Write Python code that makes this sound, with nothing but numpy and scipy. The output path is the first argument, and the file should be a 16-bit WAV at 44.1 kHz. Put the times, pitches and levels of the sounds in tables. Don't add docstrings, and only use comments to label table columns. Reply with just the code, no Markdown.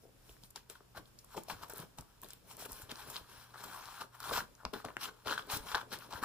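import sys
import numpy as np
from scipy import signal
from scipy.fft import rfft, irfft, next_fast_len
from scipy.io import wavfile
from scipy.ndimage import uniform_filter1d, map_coordinates

SR = 44100
rng = np.random.default_rng(int(sys.argv[2]) if len(sys.argv) > 2 else 0)


def wrap_up_sound(samples):
    columns = np.atleast_2d(samples).T
    tamed = np.clip(columns, -1, 1)
    steps = np.round(tamed * 32767).astype(np.int16)
    wavfile.write(sys.argv[1], SR, steps)


def ratio(d):
    e = np.asarray(d, float) / 20
    return 10 ** e


N = 275184


def unit(x):
    return x / np.sqrt(np.mean(x ** 2) + 1e-20)


def along(points, hz):
    point_hz, value = np.transpose(points)
    return np.interp(np.log(hz + 1), np.log(point_hz + 1), value)


def wobble(per_s):
    knots = rng.standard_normal(int(N * per_s / SR) + 4)
    return map_coordinates(knots, [np.arange(N) * per_s / SR])


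def filtered(x, response):
    size = next_fast_len(N + SR // 2)
    hz = np.fft.rfftfreq(size, 1 / SR)
    return irfft(rfft(x, size) * response(hz), size)[..., :N]


def modes(table):
    def response(f):
        total = 0
        for k, (hz, width_hz, db) in enumerate(table):
            damping = 1j * f * width_hz
            total = total + (-1) ** k * ratio(db) * damping / (hz ** 2 - f ** 2 + damping)
        return total
    return response


def spread(pair, alike):
    def shares(hz):
        angle = np.arccos(np.clip(along(alike, hz), -1, 1)) / 2
        return np.array([np.cos(angle), np.sin(angle)])
    mid, side = filtered(pair, shares)
    return np.array([mid + side, mid - side])


def place(out, start_s, sound):
    start = round(start_s * SR)
    out[..., start:start + sound.shape[-1]] += sound


# pitch_hz, level_db (per Hz)
HISS_COLOUR = [(12, -63), (20, -13), (40, -3), (71, -11), (135, -11), (1990, -28), (4010, -30),
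               (16300, -33.5)]
# pitch_hz, likeness (0 to 1)
HISS_LIKENESS = [(60, 0.92), (130, 0.35), (300, 0.033), (3000, 0.013)]


def floor():
    hiss_db, hum_hz, hum_db = -65.5, 119.6, -74.5
    air = filtered(rng.standard_normal((2, N)), lambda f: ratio(along(HISS_COLOUR, f)))
    hiss = ratio(hiss_db - 0.5 + 1.7 * wobble(3.4)) * unit(spread(air, HISS_LIKENESS))
    hum_phase = 2 * np.pi * hum_hz * np.arange(N) / SR + 0.62 * wobble(5)
    hum = np.sqrt(2) * ratio(hum_db + 3.0 * wobble(5.83)) * np.sin(hum_phase)
    return hiss + hum


# pitch_hz, fade_s (time to sink 60 dB)
ROOM_FADE = [(200, 0.29), (1500, 0.2), (6000, 0.2), (15000, 0.17)]


def room(x):
    out, step = np.zeros((2, N + SR)), SR // 4
    delay = 220
    for start in range(0, N, step):
        hz, t, noise = signal.stft(rng.standard_normal((2, step)), SR, nperseg=256)
        fade = ratio(-60 * t / along(ROOM_FADE, hz)[:, None])
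        tail = signal.istft(noise * fade, SR, nperseg=256)[1]
        tail = tail / np.linalg.norm(tail[0])
        wet = signal.fftconvolve(x[None, start:start + step], tail, axes=1)
        out[:, start + delay:][:, :wet.shape[1]] += wet
    return out[:, :N]


# start_s, peak_db, pitch_hz
CARPET_THUDS = [(0.298, -55, 60), (0.435, -55, 170), (0.979, -51, 103), (1.38, -47.5, 150),
                (1.521, -47.5, 204), (1.53, -53, 36), (1.55, -49, 100), (1.797, -44.5, 165),
                (1.988, -46.5, 135), (1.992, -48.5, 60), (2.717, -50, 45.4), (2.832, -48.5, 90),
                (2.921, -43.5, 260), (3.211, -55, 62), (3.375, -55.5, 61.9), (4.289, -52, 213),
                (4.352, -50.5, 55), (4.387, -46.5, 126), (4.656, -42, 60), (4.656, -41.5, 206),
                (5.534, -40.5, 113), (5.564, -43, 100), (5.597, -47.5, 36), (5.739, -50, 60.5),
                (6.149, -46, 91), (6.134, -49, 300), (6.226, -39.5, 277)]


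def thuds():
    out, t = np.zeros(N + SR), np.arange(SR // 6) / SR
    for start_s, peak_db, hz in CARPET_THUDS:
        fade_s = 0.0077 + 3 / hz
        level = ratio(peak_db + 8.5 - 60 * t / fade_s) * (1 - np.exp(-t * hz / 0.32))
        place(out, start_s, level * np.sin(2 * np.pi * hz * t))
    return out[:N]


# start_s, peak_db, pitch_hz
BROAD_KNOCKS = [(0.035, -50, 420), (0.052, -47, 470), (0.064, -50, 444), (0.082, -53, 438),
                (0.09, -55, 557), (0.295, -47.5, 420), (0.434, -57, 870), (0.558, -40, 904),
                (0.7, -43.5, 433), (0.807, -50, 420), (0.949, -47, 880), (0.975, -38, 638),
                (1.344, -40, 960), (1.377, -30, 866), (1.483, -36.5, 686), (1.498, -30.5, 890),
                (1.695, -43, 630), (1.734, -37.5, 420), (1.983, -40, 835), (2.231, -41, 1067),
                (2.244, -51, 577), (2.511, -46.5, 855), (2.596, -45, 435), (2.622, -40, 690),
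                (2.657, -38, 453), (2.893, -52, 533), (3.157, -42.5, 1000), (4.294, -33, 1060),
                (4.659, -38.5, 990), (4.735, -35, 356), (4.75, -43, 395), (4.845, -32, 760),
                (6.13, -31.5, 936), (6.229, -30, 1020), (6.2345, -24, 1190)]
# start_s, peak_db, pitch_hz
STIFF_KNOCKS = [(0.575, -42, 1600), (0.754, -40.5, 1410), (3.543, -40, 1190), (4.227, -35, 1330),
                (4.31, -24, 1130), (5.271, -33, 1420), (5.3095, -24, 1450), (5.324, -20, 1430),
                (5.377, -20.5, 1485), (5.7452, -15, 1460), (5.757, -24, 1590), (5.809, -35, 1550),
                (6.1565, -32.5, 1500), (6.1655, -35, 1530)]
# start_s, peak_db, pitch_hz
BLADE_RAPS = [
    (0.366, -50.5, 1710),
    (0.805, -44.5, 1180),
    (2.512, -55, 1490),
    (2.8185, -39.5, 1390),
    (4.651, -20, 1090),
    (4.8495, -27.5, 1250),
    (4.8845, -35, 1900),
    (4.967, -22.5, 1500),
    (4.9672, -32.5, 2750),
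]
# start_s, peak_db, pitch_hz
SLIP_TAPS = [(0.966, -43, 1360), (1.2425, -49, 1060), (1.3486, -35, 775), (1.3715, -28, 705),
             (1.5089, -29, 845), (1.6296, -34, 980), (1.6343, -35, 1210), (1.8256, -40, 1030),
             (2.023, -46.5, 1130), (2.3036, -46, 1530), (2.6621, -38, 1150), (2.71, -38, 940),
             (2.9186, -37, 1220), (3.1, -40, 1190), (3.16, -33, 1250), (3.5564, -34.5, 1230),
             (3.6376, -32.5, 1150), (3.8739, -40, 1120), (3.8861, -36, 1190), (3.9796, -35.5, 1400),
             (4.0183, -31, 1230), (4.203, -35.5, 1350), (4.2556, -30, 1160), (4.3584, -24, 1200),
             (4.3752, -21, 970), (4.3796, -24, 1140), (4.387, -25.5, 1390), (4.405, -24, 1470),
             (4.6328, -41, 1010), (4.6638, -34, 930), (4.7417, -35, 1500), (4.8008, -39, 1220),
             (4.872, -37, 890), (4.886, -34, 714), (4.903, -35, 980), (4.96, -49, 1530),
             (5.2868, -24, 1430), (5.3919, -28, 1140), (5.4957, -37, 1100), (5.5093, -32, 1200),
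             (5.7154, -29, 1170), (5.7499, -24, 1560), (5.786, -34, 1470), (5.8142, -41, 1500),
             (5.9222, -34, 1540), (5.9429, -31.5, 1740), (6.1081, -41, 980), (6.1256, -41, 1010),
             (6.137, -31, 1000)]


def knocks():
    out, t = np.zeros(N + SR), np.arange(SR // 20) / SR
    # events, time to sink 60 dB in s, second pitch over the first, rise in cycles
    kinds = [(BROAD_KNOCKS, 0.024, 1.42, 0.31), (STIFF_KNOCKS, 0.013, 0.82, 0.79),
             (BLADE_RAPS, 0.0063, 0.67, 0.3), (SLIP_TAPS, 0.0099, 0.746, 0.46)]
    for table, fade_s, second, rise_cycles in kinds:
        for start_s, peak_db, hz in table:
            other_hz = hz * second * ratio(0.5 * rng.standard_normal())
            ring = np.sin(2 * np.pi * hz * t) + 0.36 * np.sin(2 * np.pi * other_hz * t)
            level = ratio(peak_db - 1.8 - 60 * t / fade_s) * (1 - np.exp(-t * hz / rise_cycles))
            place(out, start_s, level * ring)
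    return out[:N]


def burst(hz, width, fade_s, kick):
    t = np.arange(SR // 20) / SR
    fade = ratio(-60 * t / fade_s) + 0.13 * ratio(-60 * t / 0.025)
    grit = rng.standard_normal((3, len(t))) * fade
    grit = grit[0] + 1.12 * grit[1:]
    grit[:, 0] = kick
    edges_hz = np.clip([hz / width, hz * width], 100, 16000)
    band = signal.butter(2, edges_hz, "bandpass", fs=SR, output="sos")
    crack = signal.sosfilt(band, grit)
    return crack / np.abs(crack).max()


# start_s, peak_db, pitch_hz, film_tick_db (over the snap)
TAPE_SNAPS = [(0.293, -51, 2930, -25), (0.4351, -45.5, 4150, -3), (0.5587, -34, 4700, -4.5),
              (0.698, -47.5, 3440, 11), (0.979, -59, 2600, -25), (1.188, -43.5, 5700, -14),
              (1.3757, -41.5, 2800, -25), (1.497, -51, 2690, -25), (1.985, -44.5, 3050, 5),
              (2.304, -44, 5530, -9), (2.729, -47, 5900, 8), (2.907, -47, 3870, -25),
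              (2.914, -42, 4000, -25), (2.915, -35.5, 3680, -4), (2.956, -39.5, 4750, -23),
              (3.158, -35, 3500, -27), (3.855, -45.5, 4080, 2), (4.551, -52, 5730, -4.5),
              (4.6507, -29, 4170, -14), (4.7357, -37, 3350, -15), (4.8487, -46.5, 3260, 8.5),
              (4.9669, -34.5, 2120, -8), (5.269, -48, 3180, -1), (5.31, -32, 3570, -22),
              (5.3786, -34.5, 3250, -25), (5.394, -39, 3060, -36), (5.716, -37, 3700, -24.5),
              (5.7459, -27.5, 3100, -6.5), (5.758, -48, 3260, -25), (6.125, -38.5, 3540, -25),
              (6.136, -40, 4230, -25), (6.2304, -50, 2330, -25)]
# start_s, peak_db, pitch_hz
FIBRE_CRACKS = [(0.561, -55, 4680), (1.055, -53, 3660), (1.1898, -50, 5600), (1.4985, -36, 2550),
                (2.233, -46, 2930), (2.2438, -47, 4000), (2.3323, -47, 3650), (2.511, -48, 2940),
                (2.6506, -46, 2890), (2.893, -42, 3400), (3.015, -48, 3000), (3.1424, -42.9, 3740),
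                (3.163, -30.5, 3860), (4.2018, -43.5, 4570), (4.229, -41, 4130), (4.2821, -48, 3810),
                (4.2917, -35, 3800), (4.345, -40, 3970), (4.6512, -39, 2400), (4.7403, -37.5, 3700),
                (4.9015, -50, 2400), (5.029, -40, 3100), (5.0324, -36, 3850), (5.055, -34.5, 3230),
                (5.28, -32, 3000), (5.295, -33, 3000), (5.3258, -35, 3410), (5.3355, -46, 3480),
                (5.417, -55, 3240), (5.4222, -46, 3770), (5.539, -40, 3230), (5.543, -41, 3360),
                (5.569, -35, 4000), (5.671, -51, 3240), (5.6853, -42, 3020), (5.7242, -41, 3160),
                (5.7497, -25.5, 3900), (5.813, -44, 3250), (5.987, -48, 4540), (6.008, -47, 2400)]
# start_s, peak_db, pitch_hz
FILM_TICKS = [(0.5036, -48, 11050), (0.5066, -48, 9300), (0.5603, -39, 6590), (1.245, -48.5, 8900),
              (1.434, -44, 9600), (1.485, -48, 8050), (1.6816, -49, 9120), (1.6854, -49, 11880),
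              (1.697, -38, 11770), (1.7188, -42.3, 12250), (1.7343, -36, 10600), (1.759, -44, 11460),
              (1.7716, -38, 12000), (1.7803, -34, 11310), (1.7997, -34.5, 11610), (1.9748, -49.8, 12050),
              (1.9877, -52, 9340), (2.0086, -41, 7800), (2.216, -43, 11150), (2.233, -42, 13260),
              (2.2435, -45, 12170), (2.2858, -44, 9320), (2.302, -48, 7470), (2.3054, -41, 6360),
              (2.3324, -38, 13300), (2.5673, -42, 10000), (2.655, -41, 11540), (2.659, -39, 11760),
              (2.7183, -34.5, 11040), (2.7213, -40.7, 10110), (2.8183, -39, 11590), (3.0994, -38, 8920),
              (3.1029, -36, 9400), (3.1152, -40, 11330), (3.659, -43, 10960), (4.2017, -38.5, 10010),
              (4.2277, -43, 10650), (4.2819, -48, 8160), (4.2927, -40.4, 10300), (4.301, -37, 9800),
              (4.3337, -35, 13690), (4.3714, -34.3, 5860), (4.736, -39.5, 11530), (4.8526, -56, 6570),
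              (5.2842, -45, 10190), (5.469, -49, 12320), (5.518, -34.9, 11650), (5.5694, -32, 12470),
              (5.572, -34, 8250), (5.757, -36.5, 7800), (5.7733, -53, 8040), (5.8136, -43.5, 9220),
              (5.9867, -42, 9670), (5.9979, -48.5, 13680)]


def snaps():
    out = np.zeros((2, N + SR))
    for start_s, db, hz, film_db in TAPE_SNAPS:
        place(out, start_s, ratio(db + 3.5) * burst(hz, width=1.265, fade_s=0.0034, kick=4.5))
        if film_db > -20:
            tick = burst(7600, width=1.42, fade_s=0.011, kick=5.5)
            place(out, start_s, ratio(db + film_db + 2.0) * tick)
    for start_s, db, hz in FIBRE_CRACKS:
        place(out, start_s, ratio(db + 0.5) * burst(hz, width=1.19, fade_s=0.019, kick=7.1))
    for start_s, db, hz in FILM_TICKS:
        place(out, start_s, ratio(db + 2.0) * burst(hz, width=1.5, fade_s=0.0098, kick=3.2))
    return out[:, :N]


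FALL_SPEED = [0.89, 0.96, 0.92]


def humps(moves):
    t = np.arange(0, N / SR + 0.002, 0.001)
    start, rise, hold, fall, *levels = np.transpose(moves)[..., None]
    before = np.maximum((start - t) / rise, 0)
    after = np.maximum((t - start - hold) / fall, 0)
    blunt = 0.085
    powers = []
    for db, speed in zip(levels, FALL_SPEED):
        drop_db = 20 * (np.hypot(before + speed * after, blunt) - blunt)
        powers.append(np.sum(ratio(2 * (db - drop_db)), axis=0))
    return t, np.array(powers)


# start_s, panel_db, blade_db (over panel), tape_db (over panel)
SCISSOR_JERKS = [(0.56, -62, 5.5, -2), (0.7, -59.5, 0.5, 0), (0.753, -64.5, -3, -8), (0.953, -56, -12, -25),
                 (1.19, -89, 17, 19.5), (1.369, -63.5, 8, 6.5), (1.485, -57.5, 3, -2),
                 (1.5, -45, -3.5, -8.5), (1.701, -52.5, -6.5, -5.5), (1.983, -58.5, -4, -5),
                 (2.23, -62.5, -2, 0.5), (2.592, -64, 2, -4), (2.896, -59, -7, -13),
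                 (3.542, -54.5, -11, -18), (4.653, -66, -19, -25), (4.736, -46, -11, -14),
                 (4.847, -51.5, -5, -17), (5.262, -52, 1, -11), (5.498, -46, 0, -20), (5.38, -48, -3, -10),
                 (5.748, -34.5, -11.5, -22), (6.108, -56, -3, -8)]
# peak_s, swell_s, panel_db, blade_db and tape_db (over panel)
SCISSOR_BITES = [(0.035, 0.06, -83.5, 2, 9), (0.303, 0.1, -72.5, 1, 4.5), (0.447, 0.045, -75.5, 7, 9.5),
                 (0.976, 0.024, -48, -6.5, -10.5), (1.079, 0.034, -71, -7, -5),
                 (1.339, 0.062, -58, -6, -6.5), (1.633, 0.024, -48, -7, -11), (2.305, 0.11, -69, 4, 0.5),
                 (2.514, 0.057, -61, 0, 1.5), (2.655, 0.015, -51.5, -3, -2.5), (2.914, 0.021, -50, 1, -8.5),
                 (3.004, 0.13, -54, -4.5, -7), (3.163, 0.053, -57.5, 3, -3), (3.641, 0.014, -60, 2, 6.5),
                 (3.747, 0.094, -51, -15, -9.5), (4.016, 0.021, -44.5, -5, -12.5),
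                 (4.15, 0.029, -56, -10, -11.5), (4.215, 0.064, -57, -4.5, -8),
                 (4.608, 0.038, -59.5, -20, -20), (5.039, 0.027, -57, 8.5, 7.5),
                 (5.089, 0.014, -46, -10, -22), (5.531, 0.047, -42.5, -6, -21),
                 (5.722, 0.032, -45, -4.5, -10.5), (6.031, 0.087, -56, -5, -9.5),
                 (6.238, 0.022, -37.5, -10, -13)]
# start_s, hold_s, panel_db, blade_db and tape_db (over panel)
SCISSOR_DRAGS = [(1.759, 0.066, -57, -3.5, -6), (2.596, 0.034, -57.5, 0.5, 2),
                 (2.697, 0.13, -61.5, -2, 0.5), (3.08, 0.1, -58, -3, -2.5), (3.298, 0.14, -63.5, -1.5, -5),
                 (3.579, 0.45, -56, -5, -8), (4.243, 0.15, -48, -6, -8.5),
                 (4.336, 0.051, -41.5, -2.5, -7.5), (4.755, 0.048, -58, -4, -9),
                 (4.876, 0.026, -56, -13, -18), (5.015, 0.043, -49, -0.5, -5.5),
                 (5.278, 0.061, -42.5, -4, -13), (5.517, 0.041, -48, 1, 1.5), (5.67, 0.029, -51, -4.5, -7),
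                 (5.78, 0.027, -47.5, -9.5, -19), (5.93, 0.0076, -45, -0.5, -7.5),
                 (6.124, 0.06, -51.5, -6.5, -11)]
# start_s, panel_db
LIGHT_CONTACT = [(0, -86), (0.4, -82), (0.8, -77.5), (1.17, -87), (1.3, -78), (1.6, -63.5), (1.92, -80),
                 (2.1, -73.5), (2.43, -85), (2.57, -69.5), (3.5, -66.5), (4.1, -75.5), (4.55, -76.5),
                 (5.15, -70), (5.4, -68.5), (5.62, -58), (5.87, -75), (6.09, -78)]
# peak_s, swell_s, cavity_db
BOX_LEANS = [(0.056, 0.063, -65.5), (0.977, 0.036, -56), (1.375, 0.02, -45.5), (1.635, 0.21, -62.5),
             (1.799, 0.048, -54), (2.652, 0.3, -60.5), (2.914, 0.027, -51.5), (3.1, 0.094, -56),
             (3.34, 0.12, -67), (3.656, 0.23, -61.5), (4.02, 0.03, -55), (4.318, 0.077, -46),
             (5.06, 0.088, -59), (5.31, 0.047, -46.5), (5.535, 0.19, -54), (5.75, 0.083, -53),
             (5.928, 0.044, -50.5), (6.24, 0.43, -58)]
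# start_s, cavity_db
BOX_JOLTS = [
    (0.563, -66),
    (0.699, -61),
    (1.501, -54),
    (1.985, -57.5),
    (2.231, -54.5),
    (4.649, -49.5),
    (4.739, -44),
    (4.85, -45),
    (4.969, -49.5),
    (5.265, -45),
]


def effort():
    moves = [(s, 0.0078, 0, 0.05, db, db + blade, db + tape) for s, db, blade, tape in SCISSOR_JERKS]
    for s, swell, db, blade, tape in SCISSOR_BITES:
        moves.append((s, swell, 0, 0.97 * swell, db, db + blade, db + tape))
    for s, hold, db, blade, tape in SCISSOR_DRAGS:
        moves.append((s, 0.024, hold, 0.035, db, db + blade, db + tape))
    t, power = humps(moves)
    contact_db = np.interp(t, *np.transpose(LIGHT_CONTACT))
    power = power + ratio(2 * (contact_db + [[0], [-5], [-8.5]]))
    loads = [(s, swell, 0, 1.53 * swell, db) for s, swell, db in BOX_LEANS]
    loads += [(s, 0.0073, 0, 0.052, db) for s, db in BOX_JOLTS]
    weight = humps(loads)[1] + ratio(2 * -84)
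    return [np.interp(np.arange(N) / SR, t, 10 * np.log10(p)) for p in [*power, *weight]]


def slips(per_s, spread_db, clump_db, smooth):
    chance = rng.random(N)
    size = np.minimum(rng.exponential(size=N), 3.5)
    sign = np.sign(rng.random((2, N)) - 0.5)
    rub = rng.standard_normal((2, N))
    kicks = (chance < per_s / SR) * ratio(spread_db * size) * sign
    return (unit(kicks) + smooth * rub) * ratio(clump_db * wobble(90))


def steady(x, seconds, patchy_db):
    grid = signal.stft(x, nperseg=256)[2]
    field = uniform_filter1d(rng.standard_normal(grid.shape[1:]), size=5, axis=0)
    field = uniform_filter1d(field, size=12, axis=1)
    x = signal.istft(grid * ratio(patchy_db * unit(field)), nperseg=256)[1][:, :N]
    local_power = np.abs(uniform_filter1d(x ** 2, int(seconds * SR)))
    return x / np.sqrt(local_power + 0.11 * np.mean(x ** 2))


# pitch_hz, width_hz, level_db
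WALL_MODES = [(903, 290, -0.5), (1195, 310, 7), (1302, 384, 6.5), (1600, 367, -0.5)]
# pitch_hz, width_hz, level_db
EDGE_MODES = [(2350, 970, -15), (3260, 450, -11), (4130, 566, -11.5), (6500, 160, -14)]
# pitch_hz, width_hz, level_db
CAVITY_MODES = [(102, 214, -4), (260, 150, 1.5), (420, 70, 4.5), (599, 160, -1.5)]
# pitch_hz, level_db (per Hz)
TAPE_COLOUR = [(2650, -45), (4500, -16), (5300, 5), (6740, 2), (9510, 5.5), (12700, 2), (15900, 6),
               (16900, -9)]


def strokes():
    panel, blade, tape, box = effort()
    tearing = np.clip((panel + 58) / 12, 0, 1) * np.clip((panel - tape) / 12, 0.2, 1)
    rips = slips(700, spread_db=2.8, clump_db=2.5, smooth=0.3)
    slide = slips(1500, spread_db=3.2, clump_db=2.5, smooth=0.45)
    fibres = np.sqrt(tearing) * unit(rips) + np.sqrt(1 - tearing) * unit(slide)
    glue = slips(5000, spread_db=2.0, clump_db=1.1, smooth=0.78)
    bumps = slips(300, spread_db=1.5, clump_db=3.5, smooth=0.83)

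    wall_shape, wall_focus = modes(WALL_MODES), modes([(1250, 1300, 0)])
    wall = filtered(fibres, lambda f: wall_shape(f) * wall_focus(f))
    edge = filtered(fibres + 0.58 * glue, modes(EDGE_MODES))
    rasp = filtered(unit(glue) + 0.13 * fibres, lambda f: ratio(along(TAPE_COLOUR, f)))
    rock = filtered(bumps + 0.5 * fibres, modes(CAVITY_MODES))

    out = ratio(panel - 0.3) * steady(wall, seconds=0.022, patchy_db=2.6)
    out += ratio(blade + 1.13) * steady(edge, seconds=0.05, patchy_db=1.27)
    out += ratio(tape + 4.1) * steady(rasp, seconds=0.024, patchy_db=2.8)
    out += ratio(box - 0.3) * steady(rock, seconds=0.16, patchy_db=2.3)
    return out


# pitch_hz, left_over_right_db
LEFT_LOUDER = [(60, -0.5), (250, 4.5), (1200, 4.5), (3000, 3.5), (9000, 2.5), (15000, 1.5)]
# pitch_hz, lag_us (microseconds)
LEFT_LATER = [(300, 260), (1200, 32), (2800, 75), (6000, 46), (12000, 64.5)]


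def reach_ports(near):
    def paths(f):
        lag_s = along(LEFT_LATER, f) / 1e6
        delay = np.exp(np.outer([-1, 1], 1j * np.pi * f * lag_s))
        return delay * ratio(np.outer([0.5, -0.5], along(LEFT_LOUDER, f)))
    return filtered(near, paths)


# pitch_hz, likeness (0 to 1)
BOX_LIKENESS = [(60, 0.97), (130, 1), (300, 0.73), (1400, 1), (3000, 0.77), (8000, 0.2)]


def scene():
    breaks = knocks() + thuds() + snaps()
    breaks = np.pad(breaks, [(0, 0), (SR // 1000, 0)])[:, :N]
    near = reach_ports(spread(strokes(), BOX_LIKENESS) + breaks)
    return near + ratio(-10) * room(near.mean(axis=0)) + floor()


def low_pass(x):
    return signal.sosfilt(signal.butter(12, 16710, fs=SR, output="sos"), x)


def record(dry):
    def camera(f):
        share = 0.27 * np.minimum(f / 5200, 1) ** 4
        echo = 1 - share * np.exp(-2j * np.pi * f * 476e-6)
        port = 1 - 0.24 / (1 + ((f - 2014) / 200) ** 2)
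        top_cut = ratio(along([(15450, 1.5), (15700, -35), (16700, -35)], f))
        return echo * port * top_cut
    return low_pass(filtered(dry, camera))


dry = scene()
out = record(dry)
wrap_up_sound(out)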